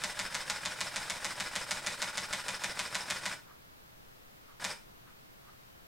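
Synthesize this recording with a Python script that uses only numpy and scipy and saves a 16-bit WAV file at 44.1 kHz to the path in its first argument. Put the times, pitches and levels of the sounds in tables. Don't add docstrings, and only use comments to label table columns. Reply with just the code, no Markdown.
import sys
import numpy as np
from scipy import signal
from scipy.fft import rfft, irfft, next_fast_len
from scipy.io import wavfile
from scipy.ndimage import uniform_filter1d

SR = 44100
rng = np.random.default_rng(int(sys.argv[2]) if len(sys.argv) > 2 else 0)


def dump_mix(stems):
    frames = np.atleast_2d(stems).T
    limited = np.clip(frames, -1, 1)
    pcm = np.round(limited * 32767).astype(np.int16)
    wavfile.write(sys.argv[1], SR, pcm)


N = 258867
TIME = np.arange(N) / SR
FFT_SIZE = next_fast_len(N + SR // 2, True)
FFT_HZ = np.fft.rfftfreq(FFT_SIZE, 1 / SR)

# (frequency [Hz], level [dB])
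HISS_SHARED = [(20, -37.5), (35, -45.5), (70, -46), (125, -44.5), (250, -51.5), (500, -53), (1400, -56.5),
               (2200, -59.5), (4500, -62), (8000, -68), (10000, -67.5), (13000, -65)]
HISS_OPPOSED = [(20, -45), (60, -54), (130, -46.5), (300, -46), (1400, -48.5), (2200, -53.5), (4500, -59.5),
                (8000, -66.5), (10000, -66.5), (13000, -64.5)]
# (frequency [Hz], gain [dB])
ECHO_WIDTH = [(100, -25), (500, -11), (1800, -10.5), (3800, -4.5), (5500, -8.5), (8500, -5.5), (11000, 8.5),
              (15000, 9)]
# (frequency [Hz], gain [dB])
LEFT_MIC_TONE = [(100, 1.36), (700, 0), (6000, 0.5), (12000, 1.7)]
# (time [s], level [dB], swell and fade time [s])
TICKS = [(3.504, -46, 0.034), (4.504, -47, 0.03), (5.087, -46.5, 0.022), (5.486, -46, 0.031)]
# (frequency [Hz], gain [dB])
TICK_TONE = [(300, -23), (800, -9), (1250, 6.5), (1900, -9), (2800, -16), (4500, -18), (8000, -39)]
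GEAR_TONE = [(60, -26.5), (130, -1.5), (380, -4), (600, -1), (1500, 3.5), (2300, -1), (3000, -2.5),
             (5300, -3), (6500, -7.5), (8800, -4), (11000, -12.5), (14000, -25)]
MIRROR_TONE = [(50, -8), (120, -8), (380, -13), (550, -7.5), (1000, -3), (1600, 4.5), (2300, -2.5),
               (2900, -8.5), (4400, -8), (5300, 2), (6600, -22), (8400, -7), (10300, -34), (14000, -32)]
SHUTTER_TONE = [(50, -21), (170, -12), (350, -17), (600, -7.5), (870, -1.5), (1150, -2), (2000, 1.5),
                (2800, -5), (3700, -3), (5300, -5), (8000, -9), (10000, -15.5), (12000, -24.5),
                (15000, -35.5)]
# (frequency [Hz], width [Hz], boost [dB])
BODY_RESONANCES = [(528, 35, 4.5), (596, 26, 7.5), (845, 30, 2), (980, 45, 4), (1435, 45, 4), (1615, 35, 2),
                   (1825, 35, 2), (2020, 90, 3), (2310, 35, 3), (2460, 60, 6), (2993, 70, 3),
                   (3445, 45, 2.5), (3585, 50, 3.5), (3705, 70, 4.5), (5152, 190, 3), (6245, 75, 2),
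                   (6780, 90, 4), (7600, 100, 3)]
# (first shutter release [s], spacing [s], frames [count], level [dB])
FRAME_RUNS = [(.0377, .15375, 7, 0), (1.0986, 0, 1, -1.1), (1.2455, .15467, 14, .2), (4.643, 0, 1, -.2)]
# (delay [s], frequency [Hz], time to fade by 60 dB [s], level [dB])
MOUNT_THUMPS = [(-.030, 125, .07, -54.5), (0, 155, 0.053, -46.5), (.010, 191.2, 0.12, -43),
                (0.027, 95.7, .1, -47), (.064, 119, 0.11, -57.5)]
# (delay [s], length [s], level [dB])
MOTOR_RUNS = [(-.046, 0.041, -37.5), (0.019, 0.068, -36.5)]
# (delay [s], level [dB], treble tilt [dB per octave], ring time [s])
MIRROR_HITS = [(-.0455, -15, -2.5, 0.0028), (-.0205, -8.5, -1.9, .003), (.0524, -14, -4, 0.0021),
               (.0596, -5.5, 0.5, 0.0017), (.0686, -7, 0.5, 0.0027)]
# (delay [s], level [dB], treble tilt [dB per octave], ring time [s])
SHUTTER_HITS = [(-.0028, -12, -0.5, 0.0011), (.0001, 1, 2, 0.0018), (.0055, 2, 1.28, 0.0028)]


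def from_db(db):
    return 10 ** (np.asarray(db) / 20)


def causal_filter(gain, size):
    cepstrum = irfft(np.log(gain + 1e-9), size)
    cepstrum[1:size // 2] *= 2
    cepstrum[size // 2 + 1:] = 0
    return np.exp(rfft(cepstrum))


def shape_tone(sound, tone):
    hz, db = np.transpose(tone)
    gain = from_db(np.interp(np.log(FFT_HZ + 1), np.log(hz), db))
    return irfft(rfft(sound, FFT_SIZE) * causal_filter(gain, FFT_SIZE), FFT_SIZE)[:N]


def mix_in(out, start_s, sound):
    at = int(round(start_s * SR))
    lo, hi = max(at, 0), min(at + len(sound), N)
    if hi > lo:
        out[lo:hi] += sound[lo - at:hi - at]


def frames():
    return [(start + k * spacing, db) for start, spacing, count, db in FRAME_RUNS for k in range(count)]


def hiss(tone):
    return shape_tone(rng.standard_normal(N), tone)


def faint_ticks():
    loudness = sum(from_db(db) * np.exp(-abs(TIME - at) / fade_s) for at, db, fade_s in TICKS)
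    return shape_tone(loudness * rng.standard_normal(N), TICK_TONE)


def room_echo(sound, fade_s=0.29, gap_s=0.002, level_db=-6.5):
    t = TIME[:SR // 3]
    onset = np.clip(t / gap_s - 1, 0, 1)
    tail = rng.standard_normal(len(t)) * from_db(-60 * t / fade_s) * onset
    return from_db(level_db) * signal.fftconvolve(sound, tail / np.linalg.norm(tail))[:N]


def mount_thumps(rise_s=0.0023, spread_db=1.5):
    t, out = TIME[:SR // 5], np.zeros(N)
    for delay, hz, fade_s, db in MOUNT_THUMPS:
        loudness = from_db(db - 60 * t / fade_s) * (1 - np.exp(-t / rise_s))
        swing = loudness * np.sin(2 * np.pi * hz * t)
        for release, frame_db in frames():
            mix_in(out, release + delay, from_db(frame_db + spread_db * rng.standard_normal()) * swing)
    return out


def body_ring(sound):
    filters = []
    for hz, width, db in BODY_RESONANCES:
        damping, tuning = np.pi * width / SR, -2 * np.cos(2 * np.pi * hz / SR)
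        boost = damping * from_db(db)
        band = np.array([1 + boost, tuning, 1 - boost, 1 + damping, tuning, 1 - damping])
        filters.append(band / (1 + damping))
    return signal.sosfilt(filters, sound + 1e-18)


def winding_gears(spin_up_s=0.007, run_down_s=0.0093, roughness_db=2.5):
    t, drive = TIME[:SR // 5], np.zeros(N)
    for delay, length, db in MOTOR_RUNS:
        speed = (1 - np.exp(-t / spin_up_s)) * np.exp(-np.maximum(t - length, 0) / run_down_s)
        for release, frame_db in frames():
            mix_in(drive, release + delay, from_db(db + frame_db) * speed)
    teeth = rng.standard_normal(N) * from_db(roughness_db * rng.standard_normal(N))
    return shape_tone(drive * teeth / teeth.std(), GEAR_TONE)


def part_ring(fade, tilt_db):
    size = len(fade)
    hz = np.fft.rfftfreq(size, 1 / SR)
    spectrum = rfft(rng.standard_normal(size) * fade)
    even_out = 1 / np.sqrt(uniform_filter1d(abs(spectrum) ** 2, size=21))
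    tilt = from_db(tilt_db * np.log2(np.clip(hz, 700, 10000) / 2500))
    return irfft(spectrum * causal_filter(even_out * tilt, size), size)


def with_bounces(hits, gap_s, gap_ratio, first_loss_db, loss_db, tilt_drop, ring_s):
    rows = list(hits)
    for delay, db, tilt_db, _ in hits:
        for k in range(3):
            delay += gap_s * gap_ratio ** k
            rows.append((delay, db - first_loss_db - k * loss_db, tilt_db - tilt_drop, ring_s))
    return rows


def strike_parts(hits, chatter, spread_db):
    out = np.zeros(N)
    for delay, db, tilt_db, ring_s in hits:
        scatter_s = min(0.03 * abs(delay), 0.0009)
        fade = np.exp(-TIME[:2048] / ring_s)
        ring = part_ring(fade, tilt_db)
        for release, frame_db in frames():
            late, harder = rng.standard_normal(2)
            force = chatter * rng.standard_normal(len(ring)) * fade / np.linalg.norm(fade)
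            force[0] += 1
            click = signal.fftconvolve(ring, force / np.linalg.norm(force))
            strength = from_db(db + frame_db + spread_db * harder)
            mix_in(out, release + delay + scatter_s * late, strength * click)
    return out


def mirror_rattle():
    hits = with_bounces(MIRROR_HITS, gap_s=0.003, gap_ratio=0.9,
                        first_loss_db=4.5, loss_db=5.0, tilt_drop=1.6, ring_s=0.0028)
    return shape_tone(strike_parts(hits, chatter=1.23, spread_db=1.0), MIRROR_TONE)


def shutter_snap():
    hits = with_bounces(SHUTTER_HITS, gap_s=0.0072, gap_ratio=0.88,
                        first_loss_db=6.0, loss_db=2.5, tilt_drop=3.0, ring_s=0.0027)
    return shape_tone(strike_parts(hits, chatter=0.35, spread_db=1.52), SHUTTER_TONE)


def scene():
    moving_parts = shutter_snap() + mirror_rattle() + winding_gears()
    camera = from_db(-3.0) * body_ring(moving_parts) + mount_thumps()
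    middle = camera + room_echo(camera) + faint_ticks() + hiss(HISS_SHARED)
    side = shape_tone(room_echo(camera), ECHO_WIDTH) + hiss(HISS_OPPOSED)
    return np.array([shape_tone(middle + side, LEFT_MIC_TONE), middle - side])


def record(dry):
    notch_hz, cutoff_hz = 11220, 15900
    notched = signal.lfilter(*signal.iirnotch(notch_hz, Q=45, fs=SR), dry)
    top_cut = signal.ellip(12, 0.2, 80, cutoff_hz, fs=SR, output="sos")
    return signal.sosfilt(top_cut, notched)


dry = scene()
out = record(dry)
dump_mix(out)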